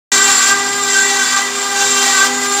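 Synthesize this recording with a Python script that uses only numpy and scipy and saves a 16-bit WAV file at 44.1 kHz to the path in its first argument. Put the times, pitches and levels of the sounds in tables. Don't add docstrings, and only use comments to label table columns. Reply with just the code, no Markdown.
import sys
import numpy as np
from scipy import signal
from scipy.fft import rfft, irfft
from scipy.io import wavfile
from scipy.ndimage import uniform_filter1d, minimum_filter1d

SR = 44100
rng = np.random.default_rng(int(sys.argv[2]) if len(sys.argv) > 2 else 0)


def digitize_waveform(pressure):
    field = np.atleast_2d(pressure).T
    bounded = np.clip(field, -1, 1)
    quanta = np.round(bounded * 32767).astype(np.int16)
    wavfile.write(sys.argv[1], SR, quanta)


N = 114660
T = np.arange(N) / SR
HZ = np.fft.rfftfreq(N, 1 / SR)
IDLE_HZ = 401.93
BIT_FLUTTER_DB, BIT_FLUTTER_HZ = 2.5, 46

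# t/s, f/Hz
TURNING_RATE = [(.12, 391), (.25, 390.5), (.41, 384), (.47, 393), (.62, 392.5), (.78, 399.5), (.88, 391),
                (.98, 389), (1.13, 391), (1.29, 386), (1.4, 392.5), (1.66, 397), (1.8, 391), (1.97, 393),
                (2.1, 388), (2.19, 385), (2.24, 393), (2.35, 394), (2.48, 400.5), (2.6, 400)]
# t/s, relative rasp level/dB, relative dust level/dB
GRINDING = [(0.12, -13, -32.5), (0.19, -14.5, -31.5), (0.47, -15.5, -32), (0.49, -16, -27),
            (0.55, -21.5, -42.5), (0.79, -24, -38.5), (0.98, -15.5, -34), (1.0, -18.5, -35.5),
            (1.39, -18, -40), (1.42, -23.5, -41.5), (1.5, -24.5, -45), (1.74, -22.5, -40),
            (1.79, -16.5, -35.5), (2.23, -16, -32.5), (2.26, -18.5, -27.5), (2.29, -23, -44.5),
            (2.39, -24, -38), (2.6, -19.5, -34)]


def amp(db):
    return 10 ** (np.asarray(db) / 20)


def unit_rms(x):
    return x / np.sqrt(np.mean(x ** 2) + 1e-20)


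def curve(rows, column=1):
    rows = np.array(rows, float)
    return np.interp(T, rows[:, 0], rows[:, column])


def gain_at(spectrum, hz):
    f, db = np.transpose(spectrum)
    return amp(np.interp(np.log(hz + 1), np.log(f + 1), db))


def filtered(x, gain):
    return unit_rms(irfft(rfft(x) * gain, N))


def drift(rate_hz):
    return filtered(rng.standard_normal(N), (HZ > 0) / (1 + (HZ / rate_hz) ** 4))


def flutter(depth_db, rate_hz):
    return unit_rms(amp(depth_db * drift(rate_hz)))


def partial(angle, depth_db, rate_hz):
    return np.sqrt(2) * np.cos(angle + 2 * np.pi * rng.random()) * flutter(depth_db, rate_hz)


def shop_rumble():
    # t/s, relative level/dB
    envelope = [(0.13, -38.5), (0.5, -46), (0.53, -40.5), (0.61, -43), (1.82, -47.5), (1.84, -44.5),
                (2.55, -45.5), (2.6, -41)]
    # f/Hz, relative density level/dB
    spectrum = [(20, -30), (35, -24), (48, -12), (80, -13), (100, -2), (150, -2.5), (300, 4), (550, -4),
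                (900, -4.5), (2000, -3.5), (6000, -39)]
    return amp(curve(envelope) + 9) * filtered(rng.standard_normal(N), gain_at(spectrum, HZ))


def reverberation(x, t60_s=.27, wet_db=-5.5):
    t = T[:SR // 2]
    taps = rng.standard_normal(len(t)) * (rng.random(len(t)) < 2000 / SR)
    taps *= amp(-60 * t / t60_s)
    wet = signal.fftconvolve(x, taps / np.linalg.norm(taps))[:N]
    return (x + amp(wet_db) * wet) / np.hypot(1, amp(wet_db))


def feed_drive(hum_hz=252.3):
    # t/s, level/dB
    fundamental = [(0.13, -34), (0.15, -34), (1.12, -36), (1.2, -34.5), (1.83, -38.5), (1.97, -30),
                   (2.19, -35.5), (2.32, -27.5), (2.6, -34)]
    # t/s, level/dB
    octave = [(0.13, -43), (0.34, -52), (0.38, -40), (0.62, -48.5), (1.79, -41), (1.85, -34), (2.08, -43),
              (2.3, -35), (2.39, -44), (2.6, -44)]
    levels_db = [curve(fundamental), curve(octave), -41, -41]
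    return sum(amp(db) * partial(2 * np.pi * k * hum_hz * T, .73, 13.6)
               for k, db in enumerate(levels_db, 1))


def shaft_angle(sag_share, unsteadiness=1):
    sag_hz = IDLE_HZ - curve(TURNING_RATE)
    jitter_hz = unsteadiness * unit_rms(abs(sag_hz) + 7) * (.9 * drift(12) + 3 * drift(90.5))
    return 2 * np.pi * np.cumsum(IDLE_HZ - sag_share * sag_hz + jitter_hz) / SR


def loaded_spindles():
    # sag/average sag, relative level/dB
    spindles = [(.72, -6), (.95, 0), (1.07, -2), (1.25, -7)]
    gains = amp([db for _, db in spindles])
    gains /= np.linalg.norm(gains)
    return [(shaft_angle(share), gain) for (share, _), gain in zip(spindles, gains)]


def stone_abrasion(buzz, grit):
    # t/s, level of buzz over grit/dB
    cleanness = [(.12, 7), (.28, 4), (.45, -1), (.62, -5), (.78, -3), (.92, 6), (1.28, 6), (1.5, -5),
                 (1.66, -2), (1.82, 7), (2.0, 6), (2.25, 0), (2.38, -5), (2.55, -3)]
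    # t/s, 1/e half-width/s, added rasp level/dB
    bites = [(.49, .025, 3.5), (2.255, .018, 2.5)]
    # f/Hz, relative density level/dB
    rasp_spectrum = [(40, -55), (150, -19), (500, -21), (750, -6.5), (1050, -10), (1450, 1.5), (1800, -6.5),
                     (2330, 0), (2700, -1.5), (3150, 0), (3600, -0.5), (4350, 2), (5100, 1.5), (6300, -0.5),
                     (7000, 2), (7900, -2.5), (8700, -7), (9200, -5.5), (9800, -23), (11000, -37)]
    dust_spectrum = [(100, -45), (7000, -16), (9500, 2), (10800, -1), (12500, 4.5), (14000, -1),
                     (15500, -1.5)]
    scrape_spectrum = [(30, -57), (500, -18.5), (900, -8), (1120, 1.5), (1400, -11.5), (1750, -4.5),
                       (2400, -18), (5000, -27.5)]
    # t/s, relative level/dB
    scrape_envelope = [(0.13, -33), (0.24, -28.5), (0.49, -36.5), (0.51, -35), (0.66, -36.5), (1.0, -39),
                       (1.06, -33), (1.34, -29), (1.45, -34), (2.08, -31.5), (2.23, -30.5), (2.34, -35),
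                       (2.57, -42), (2.6, -36.5)]
    colour, clean = gain_at(rasp_spectrum, HZ), amp(curve(cleanness))
    bite_db = sum(db * np.exp(-((T - at) / width) ** 2) for at, width, db in bites)
    rasp = (clean * filtered(buzz, colour) + filtered(grit, colour)) / np.hypot(clean, 1)
    dust = filtered(grit + 1.1 * rng.standard_normal(N), gain_at(dust_spectrum, HZ))
    scrape = filtered(grit, gain_at(scrape_spectrum, HZ))
    return (amp(curve(GRINDING) + bite_db + 1.07) * rasp
            + amp(curve(GRINDING, column=2) - 1.5) * dust
            + amp(curve(scrape_envelope) + 2) * scrape)


def shank_mode(force, centre_hz, half_width_hz):
    return filtered(force, 1 / (1 + 1j * (HZ - centre_hz) / half_width_hz) ** 2)


def shank_squeal(buzz, grit, centre_hz=7402, half_width_hz=310):
    # t/s, relative level/dB
    envelope = [(0.12, -17), (0.27, -9), (0.28, -18), (0.34, -10), (0.54, -16), (0.56, -23), (0.9, -18),
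                (0.97, -13), (1.1, -16.5), (1.1, -24), (1.37, -17.5), (1.46, -35), (1.62, -19), (1.77, -29),
                (1.85, -16.5), (2.01, -20), (2.19, -13.5), (2.32, -34), (2.34, -21), (2.52, -21.5),
                (2.54, -13.5), (2.6, -24)]
    tonal = shank_mode(buzz, centre_hz, half_width_hz)
    noisy = shank_mode(grit, centre_hz, half_width_hz)
    ring = unit_rms(tonal + amp(-4) * noisy)
    ring /= np.sqrt(uniform_filter1d(ring ** 2, size=2200))
    return amp(curve(envelope) - 3.5) * ring * flutter(2, 100)


def cutting(bits):
    buzz = unit_rms(sum(gain * partial(k * angle, BIT_FLUTTER_DB, BIT_FLUTTER_HZ)
                        for angle, gain in bits for k in range(6, 25)))
    bursts = sum(gain * (1 + .56 * np.cos(angle)) * rng.standard_normal(N) for angle, gain in bits)
    grit = unit_rms(bursts * flutter(2, 1800))
    stone = stone_abrasion(buzz, grit)
    squeal = shank_squeal(buzz, grit)
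    load_db = curve(GRINDING) - curve(GRINDING).mean()
    upper_mode = amp(load_db - 44) * shank_mode(buzz, centre_hz=9170, half_width_hz=170)
    return (stone + upper_mode) * flutter(1, 35) + squeal


def spindle_whine(bits):
    # t/s, relative level/dB
    first = [(0.13, -28), (0.27, -27.5), (0.41, -42), (0.53, -29), (1.14, -28), (1.28, -36.5), (1.33, -57),
             (1.41, -35.5), (1.55, -27.5), (1.67, -34), (1.84, -27.5), (2.04, -27.5), (2.11, -30),
             (2.6, -26.5)]
    second = [(0.13, -29), (0.17, -40), (0.3, -23), (0.44, -43), (0.46, -30), (0.53, -28.5), (1.04, -29),
              (1.13, -23), (1.28, -34), (1.42, -25), (1.5, -45), (1.76, -21), (1.84, -22.5), (1.91, -36),
              (2.08, -21.5), (2.13, -24.5), (2.18, -34.5), (2.27, -24), (2.48, -32), (2.6, -19.5)]
    third = [(0.13, -26), (0.17, -22.5), (0.51, -20.5), (0.53, -17), (0.69, -30), (0.84, -20.5),
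             (0.89, -28.5), (1.26, -28.5), (1.28, -34), (1.36, -17), (1.53, -38), (1.58, -24), (1.9, -32),
             (1.92, -25), (2.12, -25), (2.23, -15), (2.33, -33.5), (2.6, -19.5)]
    fourth = [(0.13, -17.5), (0.22, -14.5), (0.27, -23), (0.31, -17), (0.35, -21), (0.52, -15),
              (0.56, -22.5), (0.85, -27.5), (0.99, -12), (1.1, -30.5), (1.23, -14.5), (1.32, -25),
              (1.34, -18), (1.51, -32), (1.84, -19.5), (1.86, -28.5), (2.04, -20.5), (2.1, -34),
              (2.13, -22), (2.24, -11.5), (2.3, -26.5), (2.6, -23.5)]
    fifth = [(0.13, -20), (0.78, -28.5), (1.15, -20.5), (1.16, -24), (1.48, -22), (1.53, -31.5),
             (2.02, -28), (2.05, -21), (2.59, -29.5), (2.6, -41)]
    # relative free level/dB, relative loaded level/dB, free flutter/dB, sag/average sag
    make_up = [(-0.5, -19.5, 1, .5), (-.5, -12, 0.96, .5), (-4, -3.5, 1.5, 1.1), (-9.5, -1, 1, 1.1),
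               (-6, -2, 6, 1.1)]
    # f/Hz, level/dB
    idle_spectrum = [(2400, -64), (2800, -55), (3200, -54), (3600, -35.5), (4000, -40), (4400, -40),
                     (4800, -37.5), (5600, -63), (6400, -49), (6820, -37), (7220, -37), (7620, -43),
                     (8020, -59.5), (8420, -60), (8800, -62), (9220, -50), (9700, -65)]
    # t/s, level/dB
    whistle = [(.13, -46), (.6, -33), (1.3, -45), (1.45, -48), (1.8, -39), (2.25, -38), (2.35, -23),
               (2.48, -34.5), (2.6, -32)]
    free_hz = IDLE_HZ - .12 * (IDLE_HZ - curve(TURNING_RATE)) + .669 * drift(14.14)
    free_angle = 2 * np.pi * np.cumsum(free_hz) / SR
    slack_db = .34 * (curve(GRINDING).mean() - curve(GRINDING))
    whine = np.zeros(N)
    for k, envelope in enumerate([first, second, third, fourth, fifth], 1):
        free_db, loaded_db, flutter_db, sag_share = make_up[k - 1]
        chorus = sum(gain * partial(k * angle, BIT_FLUTTER_DB, BIT_FLUTTER_HZ) for angle, gain in bits)
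        lead = partial(k * shaft_angle(sag_share, unsteadiness=1.125), 1.24, 22)
        loaded = unit_rms(lead + amp(-5.5) * chorus)
        free = partial(k * free_angle, flutter_db, 23.4)
        free_gain, loaded_gain = amp(free_db + slack_db), amp(loaded_db - slack_db)
        blend = (free_gain * free + loaded_gain * loaded) / np.hypot(free_gain, loaded_gain)
        whine += amp(curve(envelope)) * np.hypot(amp(free_db), amp(loaded_db)) * blend
    for k in range(6, 25):
        whine += gain_at(idle_spectrum, k * IDLE_HZ) * partial(k * free_angle, 2.6, 25)
    return whine + amp(curve(whistle)) * partial(17 * free_angle, 1.2, 30)


def scene():
    bits = loaded_spindles()
    mono = shop_rumble() + spindle_whine(bits) + reverberation(cutting(bits)) + feed_drive()
    return np.array([mono, mono])


def record(dry):
    start_s, ceiling, cutoff_hz = .1185, .95, 15620
    gated = dry * (T >= start_s)
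    allowed_gain = np.minimum(1, ceiling / (abs(gated[0]) + 1e-9))
    limited = gated * uniform_filter1d(minimum_filter1d(allowed_gain, size=61), size=61)
    low_pass = signal.firwin(511, cutoff_hz, window=("kaiser", 9), fs=SR)
    return signal.oaconvolve(limited, low_pass[None], "same", axes=1)


dry = scene()
out = record(dry)
digitize_waveform(out)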